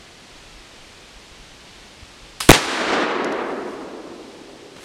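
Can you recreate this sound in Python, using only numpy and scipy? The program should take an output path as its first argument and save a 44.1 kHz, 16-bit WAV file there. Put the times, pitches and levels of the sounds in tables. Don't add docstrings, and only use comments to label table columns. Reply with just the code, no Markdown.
import sys
import numpy as np
from scipy import signal
from scipy.fft import rfft, irfft, next_fast_len
from scipy.io import wavfile
from scipy.ndimage import uniform_filter1d, map_coordinates

SR = 44100
rng = np.random.default_rng(int(sys.argv[2]) if len(sys.argv) > 2 else 0)


def inscribe(sig):
    pcm = np.round(np.clip(np.atleast_2d(sig).T, -1, 1) * 32767)
    wavfile.write(sys.argv[1], SR, pcm.astype(np.int16))


N = 213655

# start in seconds, push level in dB,
# push length in seconds, roar level in dB, roar length in seconds. All levels are relative.
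SHOCKS = [(2.4916, 24, .0017, 25, 0.00265), (2.4976, 6, 0.002, 11, 0.0045),
          (2.5059, 28.5, .0011, 27.5, 0.0021), (2.5143, 26, 0.0017, 33.5, .003)]
SHOT_S = SHOCKS[0][0]
# frequency in Hz, level in dB.
GAS_SPECTRUM = [(40, 6), (300, 1.5), (800, 0), (2500, -8.5), (6000, -18.5), (12000, -23.5), (16000, -53)]
# start in seconds, frequency in Hz, level in dB, 60 dB decay time in seconds.
RING_MODES = [(2.492, 327, 30.5, .016), (2.4923, 89.4, 11.5, .088)]

def blast():
    gas, shocks = noise(GAS_SPECTRUM), np.zeros(N)
    for s, push_db, push_s, roar_db, roar_s in SHOCKS:
        age = since(s) / push_s
        push = amp(push_db) * (1 - age) * np.exp(-age)
        roar = amp(roar_db) * gas * np.exp(-(since(s) / roar_s) ** 4)
        shocks += (push + roar) * (clock() >= s)
    rings = sum(amp(db - 60 * since(s) / t60) * np.sin(2 * np.pi * hz * since(s))
               for s, hz, db, t60 in RING_MODES)
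    return shocks + rings


# start in seconds, level in dB.
CONTACTS = [(2.404, -7.5), (2.4071, -7.5), (2.4081, -8), (2.4109, -11.5), (2.417, -17), (2.4202, -20),
            (2.426, -17)]
# frequency in Hz, level in dB, 60 dB decay time in seconds.
STEEL_MODES = [(1060, -4, .04), (1246, -4, 0.034), (2130, -8, .05), (2670, 0, 0.05), (3400, -9, 0.082),
               (4410, -7, 0.083), (5060, -2, 0.058), (8200, -12, .1), (9980, -9.5, .12)]
# frequency in Hz, level in dB.
FLINT_SPECTRUM = [(150, -30), (450, -11), (750, -11), (1100, 3.5), (5000, 4), (7000, -6), (9500, 1),
                  (13000, -9), (16000, -20)]

def lock(crack_db, ring_db, crack_t60):
    t = np.arange(SR // 4) / SR
    ring = np.zeros(N)
    for s, db in CONTACTS:
        modes = sum(amp(level + rng.normal(0, 2) - 60 * t / t60)
                    * np.sin(2 * np.pi * (hz * t + rng.random())) for hz, level, t60 in STEEL_MODES)
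        ring[round(s * SR):][:len(t)] += amp(db) * modes
    cracks = bursts(CONTACTS, crack_t60) * noise(FLINT_SPECTRUM)
    return amp(ring_db) * ring + amp(crack_db) * cracks


# frequency in Hz, level in dB.
POWDER_SPECTRUM = [(100, -14), (400, -7), (1000, -3), (1800, -3), (2700, 4), (3600, 0.5), (4500, 2.5),
                   (6500, -5), (8500, -1), (10000, -3), (11500, -8), (15500, -22)]

def priming(sputter_db):
    flash = swell(2.412, db=-27.5, rise_db_per_s=2000, fall_db_per_s=118)
    jet = swell(SHOT_S, db=4, rise_db_per_s=10000, fall_db_per_s=7000)
    return (flash + jet) * noise(POWDER_SPECTRUM) * amp(sputter_db * wobble(400))


def trunks(first_per_s, added_per_s, fill_s, low_hz, high_hz, spread_db):
    def reflection(hz):
        bass_cut = (1j * hz / (low_hz / 2 + 1j * hz)) ** 2
        return bass_cut / (1 + 1j * hz / high_hz) ** 2 / (1 + (hz / 11000) ** 6)

    density = first_per_s + added_per_s * np.minimum(since(SHOCKS[-1][0]) / fill_s, 1) ** 2
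    spikes = (rng.random(N) < density / SR) * amp(spread_db * rng.standard_normal(N))
    envelope = spreading(db=10.5, build_s=0.041, hold_s=0.059, db_per_doubling=16.5)
    return envelope * through_leaves(unit(filtered(spikes, reflection)))


# frequency in Hz, level in dB.
ECHO_SPECTRUM = [(30, -34), (90, -34.5), (170, -15), (250, -3.5), (350, 1), (450, -1), (620, -2.5),
                 (1300, -0.7), (2000, -2.4), (4000, -4), (6000, -7.5), (9000, -10.5), (13000, -25),
                 (16000, -44)]

def forest(clump_db, clumps_per_s):
    scatter = spreading(db=1.1, build_s=0.047, hold_s=0.46, db_per_doubling=14)
    stand = swell(2.935, db=-9, rise_db_per_s=240, fall_db_per_s=115)
    echoes = through_leaves(noise(ECHO_SPECTRUM))
    return (scatter + stand) * echoes * amp(clump_db * wobble(clumps_per_s))


def spreading(db, build_s, hold_s, db_per_doubling):
    travel = since(SHOT_S)
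    doublings = np.log2(np.maximum(travel / hold_s, 1))
    return np.minimum(travel / build_s, 1) ** 2 * amp(db - db_per_doubling * doublings)


# frequency in Hz, loss in dB per second.
ABSORPTION = [(200, -0.5), (400, .7), (1000, 8.1), (2000, 15.4), (4000, 31), (7000, 46.5), (10000, 64.5),
              (15000, 90)]

def through_leaves(x):
    hz, t, spectra = signal.stft(x, SR, nperseg=512)
    loss_db = along(ABSORPTION, hz)[:, None] * np.maximum(t - SHOT_S, 0)
    return signal.istft(spectra * amp(-loss_db), SR, nperseg=512)[1][:N]


# peak time in seconds, level in dB.
BASS_SWELLS = [(2.52, -9), (2.9, -29)]
# frequency in Hz, level in dB.
BASS_SPECTRUM = [(15, -16), (40, -7), (80, -2), (130, -6), (220, -10), (600, -50), (2000, -120)]

def ground_roll():
    rolls = sum(swell(s, db, rise_db_per_s=130, fall_db_per_s=145) for s, db in BASS_SWELLS)
    return rolls * (clock() >= SHOT_S) * noise(BASS_SPECTRUM)


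# start in seconds, level in dB.
BARK_HITS = [(3.2455, -14), (3.323, -23), (3.326, -28), (3.69, -42), (3.709, -39)]
# frequency in Hz, level in dB.
TICK_SPECTRUM = [(1500, -35), (3500, -14), (5600, 7), (6800, -1), (8000, -8), (10000, -7), (12000, -18),
                 (15500, -35)]

def falling_bark(db, t60):
    return amp(db) * bursts(BARK_HITS, t60) * noise(TICK_SPECTRUM)


# start in seconds, level in dB.
FOOT_HITS = [(4.763, -29.5), (4.783, -34)]
# frequency in Hz, level in dB.
SOIL_SPECTRUM = [(40, -10), (300, -1), (1000, -5), (4000, -12.5), (7000, -21), (14000, -46)]

def footstep(db, t60):
    return amp(db) * uniform_filter1d(bursts(FOOT_HITS, t60), size=64) * noise(SOIL_SPECTRUM)


# peak time in seconds, level in dB.
LEAF_SWELLS = [(3.49, -53), (3.69, -53), (4.84, -41.5)]
# frequency in Hz, level in dB.
LEAF_SPECTRUM = [(300, -5), (1500, 4.5), (5000, -3), (9000, -2), (12000, -11), (15500, -27)]

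def leaf_litter(crinkle_db):
    crinkle = unit(noise(LEAF_SPECTRUM) * amp(crinkle_db * wobble(500)))
    return crinkle * sum(swell(s, db, rise_db_per_s=190, fall_db_per_s=110) for s, db in LEAF_SWELLS)


# frequency in Hz, level in dB.
HUSH_SPECTRUM = [(20, -25), (45, -13.5), (90, -11.5), (170, -12.5), (310, -11), (650, -15.5), (1500, -18),
                 (2900, -16.5), (4500, -19), (8800, -29), (12200, -41.5), (15500, -56)]
# frequency in Hz, level in dB.
DRAUGHT_SPECTRUM = [(12, -20), (25, -2.5), (45, -1), (85, -11.5), (200, -37), (800, -120)]
# centre in seconds, level in dB, half period in seconds.
EDDIES = [(0.361, -42, .02), (0.56, -40.5, 0.015), (0.603, -38, 0.012), (0.813, -42, .03),
          (1.17, -37, 0.013), (1.322, -42, 0.009), (1.41, -39, 0.014), (1.52, -41, .018),
          (2.031, -30, 0.0072), (2.233, -37, 0.01)]

def breeze(puff_db, waver_db, gust_db, lull_s, lull_db_per_s):
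    hush = amp(-44.5 + waver_db * wobble(5.06)) * noise(HUSH_SPECTRUM)
    gusts = unit(noise(DRAUGHT_SPECTRUM) * amp(gust_db * wobble(12)))
    draught = amp(-55.5 - lull_db_per_s * since(lull_s)) * gusts
    eddies = np.zeros(N)
    for s, db, half_period in EDDIES:
        age = (clock() - s) / half_period
        eddies += amp(db) * np.sin(np.pi * age) * np.exp(-age ** 2)
    return hush + draught + amp(puff_db) * eddies


def gain_control(x, limit_db, depth_db, attack_s, release_db_per_s, linger_db):
    excess = np.clip(20 * np.log10(np.abs(x) + 1e-9) - limit_db, 0, depth_db)
    creep = release_db_per_s * clock()
    lingering = np.minimum(np.maximum.accumulate(excess), linger_db)
    held = np.maximum(np.maximum.accumulate(excess + creep) - creep, lingering)
    pole = np.exp(-1 / (attack_s * SR))
    return x * amp(-signal.lfilter([1 - pole], [1, -pole], held))


def amp(db):
    return 10 ** (np.asarray(db) / 20)


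def unit(x):
    return x / np.sqrt(np.mean(x ** 2) + 1e-20)


def clock():
    return np.arange(N) / SR


def since(s):
    return np.maximum(clock() - s, 0)


def along(points, hz):
    knots_hz, values = np.transpose(points)
    return np.interp(np.log(hz + 1), np.log(knots_hz + 1), values)


def wobble(rate):
    return map_coordinates(rng.standard_normal(int(N * rate / SR) + 4), [clock() * rate])


def filtered(x, response):
    size = next_fast_len(N + SR // 2)
    return irfft(rfft(x, size) * response(np.fft.rfftfreq(size, 1 / SR)), size)[:N]


def noise(spectrum):
    return unit(filtered(rng.standard_normal(N), lambda hz: amp(along(spectrum, hz))))


def bursts(rows, t60):
    return sum(amp(db - 60 * since(s) / t60) * (clock() >= s) for s, db in rows)


def swell(s, db, rise_db_per_s, fall_db_per_s):
    return amp(db - rise_db_per_s * np.maximum(s - clock(), 0) - fall_db_per_s * since(s))


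def scene():
    pistol = lock(crack_db=-7.5, ring_db=-20.5, crack_t60=0.007) + priming(sputter_db=1) + blast()
    near = trunks(first_per_s=1300, added_per_s=10000, fill_s=0.04, low_hz=256, high_hz=6200, spread_db=4)
    far = forest(clump_db=0.93, clumps_per_s=60) + ground_roll()
    floor = falling_bark(db=-5.5, t60=0.011) + footstep(db=-5, t60=0.088) + leaf_litter(crinkle_db=3)
    air = breeze(puff_db=-1, waver_db=0.23, gust_db=3, lull_s=2.3, lull_db_per_s=4.8)
    return (pistol + near + far + floor + air)[None]


def record(dry):
    ducked = gain_control(dry[0], limit_db=6, depth_db=26, attack_s=0.02,
                          release_db_per_s=28.5, linger_db=2)
    clipped = np.clip(ducked, -1, 1)
    return filtered(clipped, lambda hz: 1 / np.sqrt(1 + (hz / 15900) ** 60))[None]


dry = scene()
out = record(dry)
inscribe(out)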